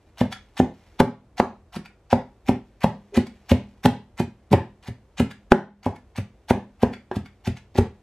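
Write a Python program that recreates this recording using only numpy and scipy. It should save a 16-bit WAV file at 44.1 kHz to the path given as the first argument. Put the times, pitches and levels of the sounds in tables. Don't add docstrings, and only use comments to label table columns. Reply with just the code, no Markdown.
import sys
import numpy as np
from scipy import signal
from scipy.fft import rfft, irfft
from scipy.io import wavfile
from scipy.ndimage import uniform_filter1d

SR = 44100
rng = np.random.default_rng(int(sys.argv[2]) if len(sys.argv) > 2 else 0)


def store_pcm(level_fs):
    pcm = np.round(np.clip(level_fs, -1, 1) * 32767).astype(np.int16)
    wavfile.write(sys.argv[1], SR, np.atleast_2d(pcm).T)


N = 353682


def gain_of(db):
    return 10 ** (np.asarray(db) / 20)


def unit_rms(x):
    return x / np.sqrt(np.mean(x ** 2) + 1e-20)


def curve_at(points, hz, column=1):
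    table = np.transpose(points)
    return np.interp(np.log(hz + 1), np.log(table[0] + 1), table[column])


def add(mix, start_s, sound):
    part = mix[max(round(start_s * SR), 0):][:len(sound)]
    part += sound[:len(part)]


def coloured(x, spectrum):
    hz = np.fft.rfftfreq(len(x), 1 / SR)
    return irfft(rfft(x) * unit_rms(gain_of(curve_at(spectrum, hz))), len(x))


def resonator(x, hz, decay_per_s):
    radius = np.exp(-decay_per_s / SR)
    return signal.lfilter([1], [1, -2 * radius * np.cos(2 * np.pi * hz / SR), radius ** 2], x)


# frequency in Hz, left-right coherence.
COHERENCE = [(200, 1), (500, .985), (1000, .92), (2000, .83), (4000, .25), (15000, .2)]

def stereo_pair(a, b):
    coherence = curve_at(COHERENCE, np.fft.rfftfreq(len(a), 1 / SR))
    mid = rfft(a) * np.sqrt((1 + coherence) / 2)
    side = rfft(b) * np.sqrt((1 - coherence) / 2)
    return irfft(np.array([mid + side, mid - side]), len(a))


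# frequency in Hz, lead of the left channel in radians.
PORT_PHASE = [(0, 0), (3000, .05), (4100, .4), (4800, 1.6), (6500, .4), (9000, .4), (11000, 1.7)]

def microphone_ports(x):
    phase = curve_at(PORT_PHASE, np.fft.rfftfreq(N, 1 / SR))
    return irfft(rfft(x) * np.exp(.5j * np.array([phase, -phase])), N)


# frequency in Hz, relative density in dB.
ROOM_NOISE_SPECTRUM = [(20, -13.5), (45, 7), (90, 3.5), (150, -8.5), (220, -11), (330, -8), (550, -12),
                       (1000, -20), (2000, -29), (4000, -36), (8000, -39), (15000, -51.5)]

def room_noise(level_db=-55.5):
    noises = [coloured(white, ROOM_NOISE_SPECTRUM) for white in rng.standard_normal((2, N))]
    return gain_of(level_db) * stereo_pair(*noises)


# frequency in Hz, level in dB, T60 in seconds.
TAIL_BANDS = [(60, -0.5, 0.11), (202, -6, 0.26), (527, -5.5, 0.23), (1030, -5.5, 0.26), (1800, 1, 0.26),
              (3870, -4, 0.29), (9000, 0.5, 0.2), (15500, -14, 0.11)]

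def kitchen_tail(x, build_s=0.002):
    hop = SR // 2
    crossfade = np.sqrt(np.hanning(2 * hop))
    padded, out = np.pad(x, (hop, 2 * hop)), np.zeros((2, N + 2 * hop))
    for start in range(0, N + hop, hop):
        hz, t, noise = signal.stft(stereo_pair(*rng.standard_normal((2, hop))), SR, nperseg=256)
        t60_s = curve_at(TAIL_BANDS, hz, column=2)[:, None]
        fade = gain_of(-60 * t / t60_s) * (1 - np.exp(-(t / build_s) ** 2))
        energy = np.sum(fade ** 2, 1, keepdims=True) * t[1] * SR
        fade *= gain_of(curve_at(TAIL_BANDS, hz))[:, None] / np.sqrt(energy)
        block = padded[start:start + 2 * hop] * crossfade
        for channel, tail in zip(out, signal.istft(noise * fade, SR, nperseg=256)[1]):
            add(channel, start / SR, signal.fftconvolve(block, tail))
    return out[:, hop:hop + N]


# frequency in Hz, relative level in dB, T60 in seconds.
ROOM_MODES = [(121, -16.5, 0.29), (162, -11, 0.27), (203, -25.5, 0.44), (244, -37.5, 0.35)]
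# delay in seconds, level in dB.
ECHOES = [(0.021, -34), (0.0268, -22)]

def room_reflections(x, build_s=0.00096):
    t = np.arange(SR // 2) / SR
    modes = sum(gain_of(db - 60 * t / t60_s) * np.cos(2 * np.pi * hz * t) for hz, db, t60_s in ROOM_MODES)
    response = 400 / SR * modes * (1 - np.exp(-t / build_s))
    for k, (delay_s, db) in enumerate(ECHOES):
        response[round(delay_s * SR)] += gain_of(db) * (-1) ** k
    return signal.fftconvolve(x, response)[:N]


def with_counter_echo(x, delay_s=.0048, corner_hz=1500, echo_db=-7.5):
    treble = signal.lfilter(*signal.butter(1, corner_hz, "highpass", fs=SR), x)
    return x - gain_of(echo_db) * np.pad(treble, (round(delay_s * SR), 0))[:N]


def with_wall_echo(x, delay_s=.0065, corner_hz=650, echo_db=-8):
    delayed = np.pad(x, (round(delay_s * SR), 0))[:N]
    return x - gain_of(echo_db) * signal.filtfilt(*signal.butter(1, corner_hz, fs=SR), delayed)


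def crackle(per_s, spread_db):
    size = gain_of(spread_db * np.minimum(rng.exponential(1, N), 4))
    return unit_rms(size * rng.choice([-1, 1], N) * (rng.random(N) < per_s / SR))


def bubbles(per_s, spread_db, cycles, pitches=18):
    out = np.zeros(N)
    for hz in np.geomspace(500, 15000, pitches):
        when, polarity, size_draw = rng.random((int(per_s / pitches * N / SR), 3)).T
        size = gain_of(spread_db * np.minimum(-np.log(size_draw), 3))
        pops = np.zeros(N)
        pops[(when * N).astype(int)] = np.sign(polarity - .5) * size
        out += np.sqrt(hz) * unit_rms(resonator(pops, hz, hz / cycles))
    return unit_rms(out)


# frequency in Hz, relative density in dB.
LEAF_SPECTRUM = [(60, -15.5), (400, -22.5), (750, 9.5), (1300, 0), (2300, 1.5), (3800, -3), (6000, -8),
                 (9000, -17), (13000, -16.5), (16000, -27.5)]
# time in seconds, relative level in dB.
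RUSTLE_LEVELS = [(0.0, -71), (0.948, -63), (1.2, -87), (3.54, -63.5), (4.078, -76), (8.0, -73)]

def pulp_rustle(gain_db=-3):
    level = gain_of(gain_db + np.interp(np.arange(N) / SR, *np.transpose(RUSTLE_LEVELS)))
    return level * coloured(crackle(per_s=1000, spread_db=3.5), LEAF_SPECTRUM)


# start in seconds, length in seconds, pitch in Hz, level in dB.
MORTAR_SHIFTS = [(3.117, 0.11, 425, -34.5)]

def mortar_rub(relative_bandwidth=0.11):
    out = np.zeros(N)
    for start_s, length_s, hz, db in MORTAR_SHIFTS:
        size = int(length_s * SR)
        rub = resonator(rng.standard_normal(SR), hz, np.pi * relative_bandwidth * hz)[-size:]
        add(out, start_s, gain_of(db) * unit_rms(rub) * signal.windows.tukey(size, .6))
    return out


AIR_GAP_HZ = [1420, 1700, 2190, 3400, 4700]

def with_air_gap(x, ring_db=4, width_hz=90):
    rings = sum(signal.lfilter(*signal.iirpeak(hz, hz / width_hz, fs=SR), x) for hz in AIR_GAP_HZ)
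    return x + gain_of(ring_db) * rings


# time in seconds, relative level in dB.
PESTLE_LIFTS = [(0.327, -34.5), (1.859, -47.5), (3.27, -46.5), (5.313, -42.5), (5.963, -53), (6.937, -43.5),
                (7.261, -51.5), (7.573, -45.5)]

def lift_squelches(rise_s=0.0073, fall_s=.0052, smack_s=.0012):
    t, level = np.arange(-1500, 4000) / SR, np.zeros(N)
    suction = np.exp(np.minimum(t, 0) / rise_s - np.maximum(t, 0) / fall_s)
    smack = np.exp(-abs(t) / smack_s)
    for free_s, db in PESTLE_LIFTS:
        add(level, free_s + t[0], gain_of(db) * (suction + smack))
    return gain_of(-2) * coloured(level * bubbles(per_s=9000, spread_db=2, cycles=2), LEAF_SPECTRUM)


# start in seconds, peak level in dB.
JUICE_SPURTS = [(2.1277, -28), (2.486, -23), (3.514, -26.5), (3.8575, -30.5), (4.2, -32.5), (4.5371, -20.5),
                (5.197, -24), (6.177, -29), (6.501, -24), (6.833, -28)]

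def juice_spurts(pop_hz=2350, spray=0.18, swell_s=.0005, glide_s=.012):
    t, out = np.arange(SR // 100) / SR, np.zeros(N)
    envelope = t / swell_s * np.exp(1 - t / swell_s)
    for start_s, db in JUICE_SPURTS:
        chirp = np.sin(2 * np.pi * pop_hz * rng.uniform(.88, 1.08) * t * (1 + t / glide_s))
        add(out, start_s, gain_of(db) * envelope * (chirp + spray * rng.standard_normal(len(t))))
    return out


# frequency in Hz, relative density in dB.
SQUASH_SPECTRUM = [(40, -23.5), (400, 2), (780, 14.5), (1200, 10), (2300, 7.5), (4000, 3), (6000, -5),
                   (9000, -10.5), (13000, -7.5), (16000, -27)]
# time wood is met in seconds, force in dB, hardness in dB (high on bare wood),
# counter thud in dB, bowl rocking in dB (high off centre), hollow boom in dB over the force,
# sinking time in seconds, wet leaf crunch in dB, squash in dB. Levels are relative.
STROKES = [(0.2149, -15, -3, -20, 1, -20.5, 0.035, -43, -39),
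           (0.602, -10.5, -2, -20.5, -7, -9, 0.029, -34, -61),
           (1.005, -6, 0.5, -20, -1, -8, 0.0096, -35.5, -27.5),
           (1.401, -14, 6, -24.5, -11, -4.5, 0.023, -36.5, -41),
           (1.769, -27, -15.5, -53.5, 19, -11, 0.036, -44, -45),
           (2.1301, -13, 5, -21.5, -8.5, -9, 0.022, -37.5, -46),
           (2.4937, -10, -7, -22.5, -36, -12, 0.032, -48, -37),
           (2.8443, -10.5, 0, -23, 3, -21.5, 0.034, -44.5, -35),
           (3.177, -12, -11.5, -24, -22, -9.5, 0.031, -37, -35.5),
           (3.519, -7.5, -7.5, -13.5, -6.5, -14.5, 0.026, -33.5, -32),
           (3.861, -7.5, -2.5, -15.5, -5, -8.5, 0.021, -36, -28),
           (4.203, -18.5, -5, -26.5, 0, -8, 0.024, -40.5, -37),
           (4.533, -16.5, 4, -11.5, 19, 1.5, 0.021, -42.5, -33.5),
           (4.887, -30, -16, -29, -3.5, -16.5, 0.054, -50.5, -47),
           (5.204, -13, -8.5, -22.5, 8.5, -15.5, 0.027, -38, -36.5),
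           (5.521, -3, 5.5, -18.5, -2, 0.5, 0.011, -46, -38),
           (5.865, -18.5, 1, -25.5, -11, -14.5, 0.033, -46.5, -47),
           (6.186, -26, -7.5, -28, 1, -23.5, 0.027, -44, -42.5),
           (6.5094, -10, -0.5, -18, 1, -7.5, 0.019, -34.5, -33),
           (6.834, -11, -1.5, -22.5, -22.5, -6.5, 0.033, -54.5, -37),
           (7.1683, -23.5, -12.5, -25.5, 3, -14, 0.037, -53, -44.5),
           (7.478, -24, -11.5, -21, -0.5, -8, 0.028, -41.5, -39.5),
           (7.788, -15, -2.5, -11.5, -5.5, 1.5, 0.034, -43.5, -32)]

def crushed_leaves(rise_s=0.0056, release_s=0.0062, squash_s=.005, bite=0.29, clump_db=3):
    t, crunch, squash = np.arange(N) / SR, np.zeros(N), np.zeros(N)
    for hit_s, *_, sinking_s, crunch_db, squash_db in STROKES:
        flat_s = hit_s - 0.15 * sinking_s
        near = slice(max(int((flat_s - .1) * SR), 0), int((flat_s + .06) * SR))
        since_flat = t[near] - flat_s
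        since_touch = t[near] - (hit_s - sinking_s)
        top_layer = 1 + bite * np.exp(-((since_touch - .006) / 0.0013) ** 2)
        contact = (1 + np.tanh(since_touch / rise_s + .5)) / 2
        release = np.exp(-np.maximum(since_flat, 0) / release_s)
        crunch[near] += gain_of(crunch_db) * top_layer * contact * release
        squash[near] += gain_of(squash_db) * contact * np.exp(-abs(since_flat) / squash_s)
    wet_pops = bubbles(per_s=3400, spread_db=4.3, cycles=2.2)
    squash_crackle = crackle(per_s=6000, spread_db=3.6)
    wander = unit_rms(uniform_filter1d(rng.standard_normal(N), size=180))
    clumps = unit_rms(gain_of(clump_db * wander))
    wet_crunch = gain_of(-0.5) * coloured(crunch * wet_pops * clumps, LEAF_SPECTRUM)
    return wet_crunch + gain_of(9.0) * coloured(squash * squash_crackle, SQUASH_SPECTRUM)


# frequency in Hz, relative level in dB, T60 in seconds.
WOOD_MODES = [(94, 0, .088), (116, -3.5, .06), (168, -8, .045), (203, -2, .055), (244, 2, .065),
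              (388, 0, .045), (507, -.5, .033), (592, -1, .022), (750, 0, .013), (850, 1.5, .014),
              (975, -8, .009)]
FAMILY_EDGES_HZ = [150, 330, 450]

def wood_ring(t, hardness_db, rocking_db, give_s=0.0017, scatter_db=3, detune=0.037, smear_rad=0.6):
    hz, db, t60_s = np.transpose(WOOD_MODES)[:, :, None]
    family = np.digitize(hz[:, 0], FAMILY_EDGES_HZ)
    since = t - 0.0034 * (family == 0)[:, None]
    spot, grip, smear = rng.standard_normal((3, len(hz), 1))
    harder_db = hardness_db + 3
    swell_s = (give_s + 0.19 / hz) * .5 ** (harder_db / 15.5)
    envelope = np.exp(np.minimum(since, 0) / swell_s) * gain_of(-60 * np.maximum(since, 0) / t60_s)
    phase = 2 * np.pi * hz * (1 + detune * grip) * t + smear_rad * smear
    rocks = (hz > 150) & (hz < 220)
    tilt_db = 0.5 * harder_db * np.log2(hz / hz[0]) + rocking_db * rocks
    modes = -gain_of(db + tilt_db + scatter_db * spot) * envelope * np.cos(phase)
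    return [modes[family == k].sum(0) for k in range(4)]


# frequency in Hz, relative density in dB.
CRACK_SPECTRUM = [(100, -12.5), (600, 1), (1100, 7), (1700, 11.5), (2500, -1), (3800, -7), (7000, -18.5),
                  (16000, -34.5)]
# time in seconds, force in dB, hardness in dB.
FURTHER_CONTACTS = [(1.0121, -10.5, 0.5), (3.854, -15, -6), (4.519, -17.5, -12), (4.5398, -17, 5),
                    (5.5259, -13, 7.5), (7.115, -43, 17), (7.756, -35, 0.5)]

def pestle_blows(knock_db=-2, further_thud_db=-8.5, crack_rise_s=0.00087, crack_fall_s=0.0016):
    t, out = np.arange(-1100, 11025) / SR, np.zeros(N)
    attack = (t > -.004) & (t < .02)
    crack_envelope = np.exp(np.minimum(t, 0) / crack_rise_s - np.maximum(t, 0) / crack_fall_s)
    contacts = [row[:6] for row in STROKES]
    contacts += [(hit_s, force_db, hardness_db, force_db + further_thud_db, 0, hardness_db + knock_db)
                 for hit_s, force_db, hardness_db in FURTHER_CONTACTS]
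    for hit_s, force_db, hardness_db, thud_db, rocking_db, boom_db in contacts:
        thud, body, boom, knock = wood_ring(t, hardness_db, rocking_db)
        crack = coloured(crack_envelope * rng.standard_normal(len(t)), CRACK_SPECTRUM)
        crack_db = -17 + 1.29 * force_db + 1.9 * hardness_db
        parts = [(thud, thud_db), (body, force_db), (boom, force_db + boom_db),
                 (knock, force_db + hardness_db + knock_db), (crack, crack_db)]
        for part, db in parts:
            add(out, hit_s + t[0], gain_of(db) * part / np.std(part[attack]))
    return gain_of(-4.0) * out


def scene():
    pulp = crushed_leaves() + juice_spurts() + pulp_rustle() + with_air_gap(lift_squelches())
    mortar = with_wall_echo(pestle_blows() + pulp + mortar_rub())
    close = microphone_ports(with_counter_echo(mortar) + room_reflections(mortar))
    return room_noise() + close + kitchen_tail(mortar)


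def record(dry, low_cut_hz=40, top_hz=15200, ceiling_db=-1, attack_s=0.0037, recovery_db_per_s=45):
    dry = signal.sosfilt(signal.butter(2, low_cut_hz, "highpass", fs=SR, output="sos"), dry)
    peak_db = 20 * np.log10(abs(dry).max(0) + 1e-9)
    recovery_db = np.arange(N) * recovery_db_per_s / SR
    held_db = np.maximum.accumulate(peak_db + recovery_db) - recovery_db
    over_db = np.maximum(held_db - ceiling_db, 0)
    lag = np.exp(-1 / (attack_s * SR))
    ducked = dry / gain_of(0.88 * signal.lfilter([1 - lag], [1, -lag], over_db))
    clipped = .97 * ducked / (1 + ducked ** 8) ** (1 / 8)
    lowpass = signal.firwin(101, top_hz, window=("kaiser", 9), fs=SR)
    return signal.oaconvolve(clipped, lowpass[None], "same")


dry = scene()
out = record(dry)
store_pcm(out)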